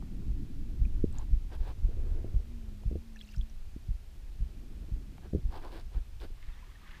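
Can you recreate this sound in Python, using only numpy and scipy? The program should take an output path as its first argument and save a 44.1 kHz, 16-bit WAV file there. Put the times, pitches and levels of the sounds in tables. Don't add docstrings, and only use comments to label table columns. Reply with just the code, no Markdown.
import sys
import numpy as np
from scipy import signal
from scipy.fft import rfft, irfft, next_fast_len
from scipy.io import wavfile
from scipy.ndimage import map_coordinates

SR = 44100
rng = np.random.default_rng(int(sys.argv[2]) if len(sys.argv) > 2 else 0)


def file_out(sig):
    cols = np.atleast_2d(sig).T
    lim = np.clip(cols, -1, 1)
    pcm = np.round(lim * 32767).astype(np.int16)
    wavfile.write(sys.argv[1], SR, pcm)


N = 308700
TOP_HZ = 15400

# deep push level in dB, leading flick level in dB.
BEATS = [(-21, -31.5), (-14, -28), (-14.5, -30), (-16.5, -36), (-18.5, -27.5), (-20, -25.5), (-21.5, -28.5),
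         (-22, -28), (-21.5, -30), (-23.5, -28.5), (-20.5, -40), (-21.5, -37), (-30, -53)]
FIRST_BEAT_S, BEAT_S = 0.305, 0.5152
# time in seconds, push level in dB.
JOLT_EVENTS = [(1.611, -22), (2.118, -23)]

# time in seconds, rumble level in dB before the lift in flow().
FLOW_LEVEL = [(0.0, -44), (0.35, -39.5), (0.76, -41), (0.97, -35), (1.42, -43), (2.05, -34.5), (2.18, -35),
              (2.53, -44.5), (2.86, -44), (3.06, -50), (5.52, -45), (6.4, -47.5), (7.0, -53)]
# frequency in Hz, relative density in dB per Hz.
RUMBLE_SPECTRUM = [(8.8, -49), (15, 9), (32, 2.5), (59, -2), (76, -6.5), (97, -11), (129, -19.5),
                   (150, -37.5), (200, -73), (330, -120)]
# frequency in Hz, relative density in dB per Hz.
LARGE_EDDY_SPECTRUM = [(70, -19), (120, 2.5), (190, 2), (290, -2.5), (360, -10.5), (480, -32)]
# frequency in Hz, relative density in dB per Hz.
SMALL_EDDY_SPECTRUM = [(230, -30), (340, 2.5), (460, -5), (620, -12), (1000, -21.5), (2500, -32.5),
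                       (5000, -59)]
# crest in seconds, large eddies in dB, small eddies in dB,
# rise in seconds, fall in seconds.
SURGE_EVENTS = [(.2, -46.5, -65, .4, 0.75), (1.05, -57.5, -65.5, 0.27, 0.35),
                (2.08, -53, -55.5, 0.19, 0.27), (2.75, -60, -68, 0.19, .22), (4.8, -54.5, -67, 0.31, 0.6),
                (7, -63.5, -74.5, 0.13, .2)]
CALM_LARGE_DB, CALM_SMALL_DB = -66.5, -76.5

# time in seconds, blow level in dB before the wall filter, pulse pitch in Hz,
# ring in dB relative to the blow.
KNOCK_EVENTS = [(1.0427, -15, 282, -14.5), (1.891, -39.5, 350, 0), (2.246, -30.5, 480, -1.5),
                (2.9134, -33, 230, -1.5), (2.9279, -36, 240, -3.5), (2.9559, -34.5, 310, 5),
                (3.7644, -33.5, 210, -13.5), (5.335, -25, 200, -5.5), (5.350, -20.5, 330, -5.5),
                (5.36, -25.5, 282, -6.5), (5.384, -30, 110, -16), (6.252, -41, 260, -8),
                (6.305, -48, 300, -8)]
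# frequency in Hz, mean relative level in dB, t60 in seconds.
CASE_MODES = [(77.8, 1, 0.13), (209, -3, 0.031), (360, -6.5, 0.032), (457, -2.5, 0.017)]
# frequency in Hz, relative density in dB per Hz.
JUDDER_SPECTRUM = [(60, 1), (120, 0), (190, -6), (350, -4), (480, -11.5), (650, -25)]

# middle in seconds, level in dB,
# half length in seconds, scrape in dB and hiss in dB, both relative to that level.
STROKE_EVENTS = [(1.188, -63, 0.039, 4, -3.5), (1.537, -51.5, 0.022, -4.5, -14),
                 (1.621, -57.5, 0.023, -9, -13), (1.689, -51.5, .028, -4.5, -11),
                 (2.08, -65, .06, -14, -22), (5.247, -58, .023, -6, -17), (5.555, -52, .034, 1, -9.5),
                 (5.653, -53, 0.031, 0.5, -11), (5.758, -52, .039, -4.5, -8.5),
                 (5.958, -57, .029, -6.5, -16), (6.234, -51, .022, -11, -7.5)]
# frequency in Hz, relative density in dB per Hz.
STROKE_SPECTRUM = [(220, -10), (320, 2.5), (510, -4), (750, -10.5), (1150, -21), (1340, -18.5), (1600, -10),
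                   (2000, -21), (4500, -26.5), (7000, -45)]
# frequency in Hz, relative density in dB per Hz.
SCRAPE_SPECTRUM = [(500, -11), (750, 3), (950, 2.5), (1170, -1.5), (1350, -11), (1620, -9.5), (2000, -31)]
# frequency in Hz, relative density in dB per Hz.
STROKE_HISS_SPECTRUM = [(1500, 0.5), (2800, 4), (4800, 2.5), (6500, -15.5), (8000, -9.5), (10000, -10.5),
                        (13500, -14), (15500, -9)]
# time in seconds, peak in dB,
# centre in Hz.
TICK_AND_CLICK_EVENTS = [(.024, -45, 750), (2.835, -48, 620), (5.181, -49.5, 850), (5.181, -52, 2200),
                         (5.798, -48, 4300), (6.202, -46, 3200), (6.427, -46.5, 2020)]

# time in seconds, level in dB, starting pitch in Hz.
BUBBLE_AND_DROP_EVENTS = [(.852, -45.5, 2430), (1.126, -47.5, 8100), (1.185, -35, 6950),
                          (3.160, -46.5, 1730), (3.161, -49.5, 5780), (3.169, -48.5, 2600),
                          (3.191, -46, 3890), (3.212, -37, 3260), (3.289, -48, 2740), (3.339, -50, 2710),
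                          (3.346, -54, 1451), (3.364, -47, 5300), (3.382, -48, 5870), (3.412, -41, 3350),
                          (3.498, -51.5, 5730), (6.627, -52, 997), (6.756, -49.5, 1820)]
CLOUD_S, CLOUD_HALF_S = 3.28, 0.085

TONE_START_S, TONE_END_S, TONE_FADE_S = 2.386, 3.62, 0.16
TONE_DB, TONE_SAG_DB_PER_S = -49, 7.5
TONE_HZ, SWING_HZ, SWING_LIFE_S, SWING_CREST_S = 218, 23, 0.89, 2.52

# crest in seconds, wash level in dB, rise in seconds, fall in seconds.
WAVELET_EVENTS = [(6.48, -64, 0.076, 0.27), (6.93, -58.5, .09, .2)]
# frequency in Hz, relative density in dB per Hz.
LAP_SPECTRUM = [(500, -17), (900, -5), (1200, -1), (1400, -7), (1800, 1), (2500, -7), (3200, -7),
                (5000, -18.5), (8000, -27)]
# frequency in Hz, relative density in dB per Hz.
HISS_SPECTRUM = [(350, -0.5), (600, -1), (810, -1), (980, -4), (1120, -4), (2280, -5), (2480, -3),
                 (2690, -4.5), (4390, -7), (10200, -14.5), (14000, -14.5), (15600, -21)]


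def amp(db):
    return 10 ** (np.asarray(db) / 20)


def unit(x):
    return x / np.sqrt(np.mean(x ** 2) + 1e-20)


def clock():
    return np.arange(N) / SR


def curves(rows):
    s, *columns = np.transpose(rows)
    return [np.interp(clock(), s, column) for column in columns]


def wobble(rate_hz):
    knots = rng.standard_normal(int(N * rate_hz / SR) + 4)
    return map_coordinates(knots, [clock() * rate_hz])


def swell(crest_s, rise_s, fall_s):
    t = clock() - crest_s
    return np.exp(-(t / np.where(t < 0, rise_s, fall_s)) ** 2 / 2)


def filtered(x, response):
    size = next_fast_len(N + SR // 2)
    hz = np.fft.rfftfreq(size, 1 / SR)
    return irfft(rfft(x, size) * response(hz), size)[:N]


def coloured(x, spectrum):
    points_hz, points_db = np.transpose(spectrum)

    def response(hz):
        low_end = np.minimum(1, hz / points_hz[0]) ** 2
        high_end = np.maximum(1, hz / points_hz[-1]) ** 4
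        shape_db = np.interp(np.log(hz + 1), np.log(points_hz), points_db)
        return low_end / high_end * amp(shape_db)

    return unit(filtered(x, response))


def noise(spectrum, grain_db=0, grain_rate_hz=100):
    clumps = amp(grain_db * wobble(grain_rate_hz))
    return coloured(rng.standard_normal(N) * clumps, spectrum)


def add(track, s, sound):
    part = track[max(0, round(s * SR)):][:len(sound)]
    part += sound[:len(part)]


def push(t, hz):
    u = (np.pi * hz * t) ** 2
    return (1 - 2 * u) * np.exp(-u)


def ping(hz, cycles=30, rise=0.018):
    t = np.arange(SR // 30) / SR
    age = hz * t / cycles
    phase = 2 * np.pi * hz * t * (1 + rise * np.minimum(age, 1))
    onset = 1 - np.exp(-hz * t)
    return np.sin(phase) * amp(-30 * age) * onset


def throbs(push_hz=35, lead_s=0.02004, lead_hz=90, snap_hz=95, snap_db=-15,
           rebound_s=0.0376, rebound_hz=38, rebound_db=-7.0):
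    out = np.zeros(N)
    t = np.arange(-SR // 10, SR // 5) / SR
    thud = push(t, push_hz)
    thud += amp(snap_db) * push(t, snap_hz)
    thud += amp(rebound_db) * push(t - rebound_s, rebound_hz)
    flick = push(t + lead_s, lead_hz)
    for beat, (db, flick_db) in enumerate(BEATS):
        s = FIRST_BEAT_S + beat * BEAT_S
        add(out, s + t[0], -amp(db) * thud - amp(flick_db) * flick)
    for s, db in JOLT_EVENTS:
        add(out, s + t[0], -amp(db) * thud)
    return out


def flow(rumble_lift_db=5):
    shove_db, = curves(FLOW_LEVEL)
    large, small = amp(CALM_LARGE_DB), amp(CALM_SMALL_DB)
    for s, large_db, small_db, rise_s, fall_s in SURGE_EVENTS:
        surge = swell(s, rise_s, fall_s)
        large = np.hypot(large, amp(large_db) * surge)
        small = np.hypot(small, amp(small_db) * surge)
    rumble = amp(shove_db + rumble_lift_db) * noise(RUMBLE_SPECTRUM)
    gurgle = large * noise(LARGE_EDDY_SPECTRUM, grain_db=2, grain_rate_hz=60)
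    ripple = small * noise(SMALL_EDDY_SPECTRUM, grain_db=3, grain_rate_hz=58)
    return rumble + gurgle + ripple


def knocks(wall_hz=690, shove_db=-13, judder_db=-9, judder_t60_s=0.086):
    out, loose = np.zeros((2, N))
    t = np.arange(-SR // 20, SR // 5) / SR
    after = np.maximum(t, 0)
    for s, db, hz, ring_db in KNOCK_EVENTS:
        blow = push(t, hz) + amp(shove_db) * push(t, 0.35 * hz)
        ring = np.zeros(len(t))
        for mode_hz, mode_db, t60_s in CASE_MODES:
            level_db = mode_db + rng.normal(0, 1.3)
            ring += amp(level_db - 60 * after / t60_s) * np.sin(2 * np.pi * mode_hz * after)
        add(out, s + t[0], amp(db) * (blow + amp(ring_db) * ring))
        shake = amp(db + ring_db + judder_db - 60 * after / judder_t60_s)
        add(loose, s + t[0], (t > 0) * shake)
    out += loose * noise(JUDDER_SPECTRUM)
    return filtered(out, lambda hz: 1 / np.sqrt(1 + (hz / wall_hz) ** 20))


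def rubs_and_swirl():
    body, scrape, hiss = np.zeros((3, N))
    for s, db, half_s, scrape_db, hiss_db in STROKE_EVENTS:
        stroke = amp(db) * np.exp(-np.abs((clock() - s) / half_s) ** 3 / 2)
        body += stroke
        scrape += amp(scrape_db) * stroke
        hiss += amp(hiss_db) * stroke
    return (body * noise(STROKE_SPECTRUM, grain_db=1.5, grain_rate_hz=400)
            + scrape * noise(SCRAPE_SPECTRUM, grain_db=2.5, grain_rate_hz=330)
            + hiss * noise(STROKE_HISS_SPECTRUM, grain_db=4, grain_rate_hz=580))


def ticks_and_click(half_width=0.29, t60_s=0.011):
    out = np.zeros(N)
    t = np.arange(SR // 16) / SR
    for s, db, hz in TICK_AND_CLICK_EVENTS:
        edges_hz = np.clip(hz * np.exp([-half_width, half_width]), 20, SR / 2 - 100)
        band = signal.butter(2, edges_hz, "band", fs=SR, output="sos")
        burst = signal.sosfilt(band, rng.standard_normal(len(t)) * amp(-60 * t / t60_s))
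        add(out, s, amp(db) * burst / np.abs(burst).max())
    return out


def bubbles_and_drops(fizz_db=-57.0, fizz_hz=4700, spread=0.45, scatter_db=3.5, fizz_cycles=16, count=110):
    out = np.zeros(N)
    for s, db, hz in BUBBLE_AND_DROP_EVENTS:
        add(out, s, amp(db) * ping(hz))
    places = rng.uniform(-1, 1, count)
    for place, (size, pitch) in zip(places, rng.standard_normal((count, 2))):
        s = CLOUD_S + CLOUD_HALF_S * place
        hz = min(fizz_hz * np.exp(spread * pitch), TOP_HZ)
        add(out, s, amp(fizz_db + scatter_db * size) * ping(hz, cycles=fizz_cycles))
    return out


def tone(waver_db=1.0):
    t = clock()
    age_s = np.maximum(t - TONE_START_S, 0)
    swing_hz = SWING_HZ * np.exp(-age_s / SWING_LIFE_S)
    hz = TONE_HZ + swing_hz * np.cos(2 * np.pi * (t - SWING_CREST_S) / BEAT_S)
    gate = np.clip(np.minimum(age_s, TONE_END_S - t) / TONE_FADE_S, 0, 1)
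    level_db = TONE_DB - TONE_SAG_DB_PER_S * age_s + waver_db * wobble(16)
    return gate * amp(level_db) * np.sin(2 * np.pi * np.cumsum(hz) / SR)


def lapping(drop_db=4, drop_hz=1900, spread=0.75, scatter_db=6, count=40):
    power = np.zeros(N)
    for s, db, rise_s, fall_s in WAVELET_EVENTS:
        power += (amp(db) * swell(s, rise_s, fall_s)) ** 2
    wash = np.sqrt(power)
    drops = np.zeros(N)
    for place, size, pitch in rng.uniform(-1, 1, (count, 3)):
        s = np.interp(place, [-1, 1], [WAVELET_EVENTS[0][0], N / SR])
        add(drops, s, amp(drop_db + scatter_db * size) * ping(drop_hz * np.exp(spread * pitch)))
    return wash * (noise(LAP_SPECTRUM, grain_db=2.0, grain_rate_hz=150) + drops)


def microphone_hiss(level_db=-66.5):
    return amp(level_db) * noise(HISS_SPECTRUM)


def scene():
    body = throbs() + flow() + knocks()
    details = rubs_and_swirl() + ticks_and_click() + bubbles_and_drops() + tone() + lapping()
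    return (body + details + microphone_hiss())[None]


def record(dry):
    return filtered(dry[0], lambda hz: hz < TOP_HZ)[None]


dry = scene()
out = record(dry)
file_out(out)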